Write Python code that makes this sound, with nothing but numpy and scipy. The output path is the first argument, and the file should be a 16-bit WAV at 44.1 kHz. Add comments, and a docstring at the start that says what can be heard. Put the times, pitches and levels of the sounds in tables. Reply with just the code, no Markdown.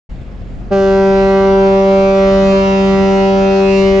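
"""A diesel throb, a wavering hum, the wash of water and gusts on the two microphone ports come first:
a windy deck with a hand-held camera. Then a cargo ship sounds its air horn across open water.
The horn is a steady stack of partials that swell and fade as the air paths drift, with a rush of air.
Exhaust tones and hum are sinusoids; wash, wind and rush are shaped noise."""
import sys
import numpy as np
from scipy import signal
from scipy.io import wavfile
from scipy.ndimage import uniform_filter1d, minimum_filter1d

SR = 44100
rng = np.random.default_rng(int(sys.argv[2]) if len(sys.argv) > 2 else 0)


def wav_out(sig):
    """Save sig, one row per channel (or a flat mono array), as 16-bit PCM at SR to the path in sys.argv[1]."""
    wavfile.write(sys.argv[1], SR, np.round(np.clip(np.atleast_2d(sig).T, -1, 1) * 32767).astype(np.int16))


def decibels_to_gain(level_db):
    """Convert a level in decibels to a linear amplitude gain (20 dB per decade)."""
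    exponent = np.asarray(level_db, float) / 20
    return 10 ** exponent


N = 176400

HORN_START_S, HORN_RISE_S = .702, .016
FILL_S = .8  # time in which the scattered sound builds up after the horn starts
PITCH_HZ = 194.36
CONTROL_STEP = 100  # samples between points of the slow horn controls
SIDE = np.array([[.5], [-.5]])  # shares a left-right difference between the ports

# balance of the horn between the two ports: f/Hz, left minus right/dB
HORN_BALANCE = [(190, -1.5), (390, 1.2), (600, -.5), (1000, -1.5), (1500, -3), (2500, -7), (4000, -7),
                (7000, -5), (9000, -2)]


def evened(x):
    """Scales a signal to an rms of one."""
    return x / np.sqrt(np.mean(abs(x) ** 2) + 1e-20)


def read(points, hz):
    """Reads a curve of (frequency, value) points along a logarithmic frequency axis."""
    f, value = np.transpose(points)
    return np.interp(np.log(hz + 1), np.log(f + 1), value)


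def slow(rate_hz, t, channels):
    """Slow complex chance, rms 1: twelve random-phase rotations, rate_hz being the spread of their speeds."""
    f = rate_hz * rng.standard_normal((channels, 12, 1))
    start_turns = rng.random((channels, 12, 1))
    return np.exp(2j * np.pi * (f * t + start_turns)).sum(1) / np.sqrt(12)


def noise(shape, same, pan, patchy_db, lift_db, size):
    """Stereo noise from random short-time spectra with drifting patches; lift_db moves the level in time."""
    hop = size // 4
    frames, hz = N // hop + 5, np.fft.rfftfreq(size, 1 / SR)
    a, b, c, d, patches = rng.standard_normal((frames, len(hz), 5)).T
    patches = uniform_filter1d(patches, size=16, axis=0)  # across frequency
    patches = evened(uniform_filter1d(patches, size=10, axis=1))  # along time
    same = np.clip(read(same, hz), -1, 1)[:, None]
    left = a + 1j * b
    right = same * left + np.sqrt(1 - same ** 2) * (c + 1j * d)
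    balance_db = np.outer([.5, -.5], read(pan, hz))[:, :, None]
    spectra = np.array([left, right]) * decibels_to_gain(read(shape, hz)[:, None] + patchy_db * patches + balance_db)
    sound = signal.istft(spectra, nperseg=size, noverlap=size - hop)[1][:, :N]
    return evened(sound) * decibels_to_gain(lift_db)


def engine(t):
    """Exhaust tones on the firing rate, a wavering hum, and a water and engine roar lifted by each firing."""
    # exhaust tones: multiple of the firing rate, level/dB rms
    exhaust = [(2, -54.5), (4, -44), (5, -52), (6, -52.5), (7, -39), (8, -55.5), (9, -43.5), (10, -51.5),
               (11, -46.5), (13, -47)]
    # water and distant engine roar: f/Hz, relative level per Hz/dB
    wash_shape = [(12, -49), (20, -13.5), (48, -12), (139, -19), (197, -19), (293, -25.5), (426, -30),
                  (735, -32.5), (943, -40.5), (2040, -44), (7610, -67), (9890, -103), (16700, -120)]
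    # likeness of the roar in the two ports: f/Hz, likeness/0-1
    wash_same = [(60, 0.73), (120, 0.96), (240, 1), (470, 0.93), (920, 0.31), (1830, 0.11), (3620, 0.63),
                 (7160, 0.59)]
    # balance of the roar: f/Hz, left minus right/dB
    wash_balance = [(60, 4), (160, 5), (410, -0.5), (1060, 1), (2750, -4), (7160, -11)]
    firing_hz, wash_db = 10, -30
    hum_hz, hum_db, hum_waver_db = 43.6, -30.5, -2
    chuff_db, chuff_sharp, chuff_turn = 2, 9, 0.18  # lift, narrowness and place within one firing turn

    turns = firing_hz * t + 0.0088 * slow(0.63, t, channels=1).real[0]
    tones = sum(decibels_to_gain(db) * np.cos(2 * np.pi * (k * turns + rng.random())) for k, db in exhaust)
    waver = slow(1.8, t, channels=1)[0]
    hum = decibels_to_gain(hum_db + hum_waver_db * waver.real) * np.cos(2 * np.pi * hum_hz * t + .4 * waver.imag)
    lift_db = chuff_db * np.exp(chuff_sharp * (np.cos(2 * np.pi * (turns - chuff_turn)) - 1))
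    roar = noise(wash_shape, wash_same, wash_balance, patchy_db=1.5, lift_db=wash_db + lift_db, size=2048)
    return np.sqrt(2) * (tones + hum) + roar


def wind(t):
    """Lumpy low pressure, drawn separately for the two ports, rising in gusts."""
    # wind at the ports: f/Hz, relative level per Hz/dB
    wind_shape = [(15, 4), (30, 0.5), (50, 8), (100, 3.5), (160, 10.5), (250, -0.5), (400, -23), (800, -48)]
    # gusts: t/s, length/s, level over the breeze/dB, left minus right/dB
    gusts = [(.6, .03, 6, 2), (.85, .08, 5, 3), (1.3, .05, 7, 8), (1.48, .06, 9, 8), (1.68, .05, 6, 4),
             (2.15, .06, 4, 6), (2.5, .07, 9, 2), (2.98, .05, 11, -8), (3.28, .05, 6, -4),
             (3.85, .06, 3, 0)]
    breeze_db = -38
    flat_zero = [(20, 0), (800, 0)]  # neither likeness nor imbalance at any frequency

    lift_db = breeze_db + 2.5 * slow(8, t, channels=2).real
    for s, length, db, balance_db in gusts:
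        lift_db = lift_db + (db + SIDE * balance_db) * np.exp(-.5 * ((t - s) / length) ** 2)
    return noise(wind_shape, flat_zero, flat_zero, patchy_db=3, lift_db=lift_db, size=2048)


def scatter_fill(t):
    """Scattered sound builds up exponentially, 0 to 1, once the horn has started."""
    return 1 - np.exp(-np.maximum(t - HORN_START_S, 0) / FILL_S)


def partial_levels(k, t):
    """Source level of partial k, and the lift or dip in dB where its air paths add and cancel."""
    # horn: t/s, level of partials one to five/dB rms (five columns), offset of the upper partials
    # at the low and at the high end of the lean/dB (two columns), offset of the half-pitch partials/dB
    horn_course = [(0.729, -17, -14, -14.5, -22, -35.5, -35, -33.5, -16),
                   (0.84, -19.5, -11.5, -16, -26, -33, -33, -33, -12),
                   (0.99, -16, -11, -16.5, -22.5, -26, -28, -32.5, -16.5),
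                   (1.29, -16.5, -12, -16, -22, -26, -33.5, -32, -15.5),
                   (1.57, -16.5, -10.5, -16.5, -22.5, -25, -29.5, -34.5, -18),
                   (1.949, -14, -12.5, -10, -21.5, -27.5, -28, -31.5, -10),
                   (2.15, -15, -12.5, -10.5, -22, -27, -30.5, -29, -13.5),
                   (2.3, -15, -14.5, -12, -27.5, -31.5, -26.5, -31.5, -10),
                   (2.52, -13, -16.5, -13.5, -27.5, -27.5, -32.5, -27.5, -12.5),
                   (2.54, -14, -13, -13, -41, -25, -26.5, -29.5, -8.5),
                   (2.659, -15.5, -17, -17.5, -27, -23, -32, -29, -13),
                   (2.89, -12.5, -14.5, -20.5, -26, -27.5, -38, -29, -11),
                   (3.251, -15.5, -14, -17.5, -20.5, -24, -33, -31, -12.5),
                   (3.412, -14.5, -15.5, -16, -23, -28.5, -30, -32, -10.5),
                   (3.6, -16.5, -12, -19, -22.5, -29, -33, -30, -9.5),
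                   (3.78, -14, -12, -18.5, -32, -29.5, -39, -25, -15.5),
                   (3.97, -16, -11, -16.5, -27.5, -32, -40, -29, -12)]
    # partials six to eight as the air paths add and cancel: t/s, level of each/dB rms (three columns)
    brass_course = [(0.74, -29.5, -35.5, -32), (0.92, -31.5, -32.5, -29.5), (1.09, -37, -31, -30.5),
                    (1.42, -26.5, -32.5, -32.5), (1.64, -43, -33.5, -31.5), (1.79, -30, -44.5, -46),
                    (1.94, -28, -35, -47), (2.08, -25.5, -35, -35), (2.38, -31, -33, -43),
                    (2.53, -27.5, -34.5, -54), (2.76, -41, -35, -49), (2.91, -30, -33.5, -55),
                    (2.95, -29, -33.5, -39), (3.08, -41.5, -34, -42), (3.37, -39, -39.5, -47),
                    (3.55, -56, -41, -46), (3.61, -32, -36, -48), (3.73, -36.5, -46, -49),
                    (3.83, -31.5, -39, -46), (3.97, -34, -40.5, -42)]
    # bright spot wandering over the upper partials: t/s, centre f/Hz, lift/dB
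    bright_spot = [(0.729, 2530, 4), (.8, 2460, -6), (1, 1950, 3.5), (1.35, 2004, 10), (1.7, 2200, 7),
                   (2.2, 2360, 9.5), (2.35, 2460, -1.5), (2.5, 2760, -4), (2.8, 2700, 8.5),
                   (3.1, 2600, -0.5), (3.4, 2530, 6.5), (3.7, 2610, 11.5), (3.971, 2690, 2)]
    # upper partials: f/Hz, relative level/dB
    bell = [(1170, 0), (1360, 1), (1560, -1.5), (1750, -13), (1940, -7.5), (2330, -13.5), (2720, -10.5),
            (3300, -20), (4500, -22), (5700, -25.5), (7000, -30.5), (7800, -41.5), (9700, -65)]
    # half-pitch partials: f/Hz, relative level/dB
    half_shape = [(97, -44), (290, -29.5), (490, -30.5), (680, -24.5), (880, -36), (1070, -34), (1260, -30),
                  (2000, -39.5), (3300, -44), (5700, -43.5), (7000, -52.5), (7800, -73), (9700, -93.5)]
    # extra edge of the fresh blast, fading as the scatter fills: f/Hz, lift/dB
    fresh_edge = [(3000, 0), (3900, 3.5), (4800, 4), (7000, 2.5)]
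    lean_hz = (1600, 1900)  # as the camera turns, the weight shifts across this span
    bright_width_hz, half_late_db = 98, 8  # the half-pitch partials grow in after the start

    hz = k * PITCH_HZ
    s, *strong, low, high, half = np.transpose(horn_course)
    if k % 1:
        level_db = half + read(half_shape, hz) - half_late_db * np.exp(-(s - HORN_START_S) / FILL_S)
    elif k <= len(strong):
        level_db = strong[int(k) - 1]
    else:
        level_db = low + (high - low) * np.interp(hz, lean_hz, (0, 1)) + read(bell, hz)
    level_db = np.interp(t, s, level_db) + read(fresh_edge, hz) * (1 - scatter_fill(t))

    if k in (6, 7, 8):
        at, *brass = np.transpose(brass_course)
        meet_db = np.interp(t, at, brass[int(k) - 6]) - level_db
    else:
        when, spot_hz, spot_db = np.transpose(bright_spot)
        distance = (hz - np.interp(t, when, spot_hz)) / bright_width_hz
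        meet_db = np.interp(t, when, spot_db) * np.exp(-.5 * distance ** 2)
    return level_db, meet_db


def air_path(k, t, meet_db):
    """Partial k at the two ports: a direct wave, a drifting scattered share and a faint blurred echo."""
    # drifting share against the direct path: f/Hz, ratio
    scatter = [(190, .08), (600, 0.14), (1000, 0.65), (1200, .62), (1700, .7), (2000, 1.1), (4000, 1.4)]
    # part of the drift alike in both ports, the rest opposed: f/Hz, share/0-1
    drift_same = [(190, .05), (1000, .05), (1600, .1), (1800, .6), (4000, .6), (5000, .8), (8000, .95)]
    # faint blurred echo: f/Hz, ratio
    echo_ratio = [(190, .02), (600, .02), (1200, .1), (2000, .12), (3500, .13), (8000, .13)]
    # lead of the left port: f/Hz, phase/rad
    port_lead = [(190, -0.069), (390, 0.26), (600, 0.35), (800, 0.026), (1000, -0.86), (8000, -0.82)]
    drift_hz, drift_per_khz = 0.557, .6  # spread of fading speeds/Hz, and its growth per kHz of pitch
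    first_share = .5  # the alike drift starts from this part of its full size
    spread_rad, offset_rad = 1.45, -.92  # to the fourth partial, phase grows with its number squared
    step_rad, smear_rad = -.07, .12  # the next stay in step as one pulse; above the tenth they smear
    wander_rad = 1.2  # phase drift for each unit of the drifting share
    echo_sharp, flutter_hz = .0125, 4  # echo this share above the pitch, as from a moving source

    hz, filled = k * PITCH_HZ, scatter_fill(t)
    ratio, same = read(scatter, hz), np.clip(read(drift_same, hz), 0, 1)
    both, opposed = slow(drift_hz + drift_per_khz * hz / 1000, t, channels=2)
    alike = np.maximum(filled, first_share) * ratio * same
    direct = decibels_to_gain(meet_db) * (1 + alike * both)
    apart = 2 * SIDE * ratio * np.sqrt(filled * (1 - same ** 2)) * opposed
    path = (direct + apart) / np.sqrt(1 + alike ** 2)

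    chance = rng.standard_normal((2, len(t), 2)) @ [1, 1j]
    pole = np.exp(-2 * np.pi * flutter_hz * CONTROL_STEP / SR)
    flutter = evened(signal.lfilter([1], [1, -pole], chance))
    path = path + filled * read(echo_ratio, hz) * flutter * np.exp(2j * np.pi * echo_sharp * hz * t)

    phase = spread_rad * min(k, 4) ** 2 + offset_rad
    phase = phase + step_rad * max(k - 4, 0) + smear_rad * max(k - 10, 0) ** 2
    phase = phase + wander_rad * filled * ratio * both.imag
    return path * decibels_to_gain(SIDE * read(HORN_BALANCE, hz)) * np.exp(1j * (SIDE * read(port_lead, hz) + phase))


def horn_rush(t, turns):
    """Air rushing through the horn: noise that beats at the pitch and builds up after the start."""
    # rush of air: f/Hz, relative level per Hz/dB
    air_shape = [(150, -17), (400, -6), (800, -11.5), (1300, -15.5), (2500, -14.5), (4500, -22.5),
                 (6000, -21.5), (7500, -45.5), (8500, -55.5), (10000, -44.5)]
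    # likeness of the rush in the two ports: f/Hz, likeness/0-1
    air_same = [(190, 0.62), (800, 1), (1500, 0.079), (4000, 0.15), (5000, 0.82), (8000, 0.63)]
    air_db, beat_depth = -37.5, 0.48
    late_db, first_db, first_s = 4, 6, .1  # starts quieter, builds fastest at first

    lift_db = air_db - late_db * (1 - scatter_fill(t[::CONTROL_STEP]))
    lift_db = np.interp(t, t[::CONTROL_STEP], lift_db)
    lift_db = lift_db - first_db * np.exp(-abs(t - HORN_START_S) / first_s)
    rush = noise(air_shape, air_same, HORN_BALANCE, patchy_db=2, lift_db=lift_db, size=1024)
    on = np.clip((t - HORN_START_S) / HORN_RISE_S, 0, 1)
    return rush * on * (1 + beat_depth * np.cos(2 * np.pi * turns))


def horn(t):
    """A stack of partials; half-pitch ones arise as every second stroke of the diaphragm differs a little."""
    sharp_hz, settle_s = 4.5, .05  # starts sharp, settles
    treble_lag_s = .006  # higher partials speak later

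    bend_hz = sharp_hz * np.exp(-np.maximum(t - HORN_START_S, 0) / settle_s)
    turns = np.cumsum(PITCH_HZ + bend_hz) / SR
    coarse, out = t[::CONTROL_STEP], np.zeros((2, N))
    spin, wave = np.exp(1j * np.pi * turns), np.ones(N, complex)
    for half_step in range(1, 100):
        k = half_step / 2  # multiple of the pitch
        wave = wave * spin
        level_db, meet_db = partial_levels(k, coarse)
        path = air_path(k, coarse, meet_db)
        speaks_s = HORN_START_S + treble_lag_s * np.log(k + 1) / 2
        rise = np.clip((coarse - speaks_s) / HORN_RISE_S, 0, 1)
        path = path * rise * decibels_to_gain(level_db) * np.sqrt(2)
        out += (np.array([np.interp(t, coarse, port) for port in path]) * wave).real
    return out + horn_rush(t, turns)


def scene():
    """Engine, wind and horn add up at the two microphone ports."""
    t = np.arange(N) / SR
    return engine(t) + wind(t) + horn(t)


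def low_pass(x):
    """Removes everything above the highest recorded frequency."""
    return signal.sosfilt(signal.butter(12, 9700, fs=SR, output="sos"), x)


def record(dry):
    """The recorder opens, rounds the highest peaks softly and limits them."""
    open_s, open_rise_s = .09, .008  # silence until the recorder starts, then a short rise
    knee, ceiling, limit_s = 2.4, .88, .02  # soft knee, limiter ceiling and its time

    opened = dry * np.clip((np.arange(N) / SR - open_s) / open_rise_s, 0, 1)
    rounded = knee * np.tanh(opened / knee)
    span = round(limit_s * SR)
    allowed = ceiling / np.maximum(abs(rounded).max(0), ceiling)
    gain = uniform_filter1d(minimum_filter1d(allowed, size=2 * span), size=span)
    return low_pass(rounded * gain)


dry = scene()
out = record(dry)
wav_out(out)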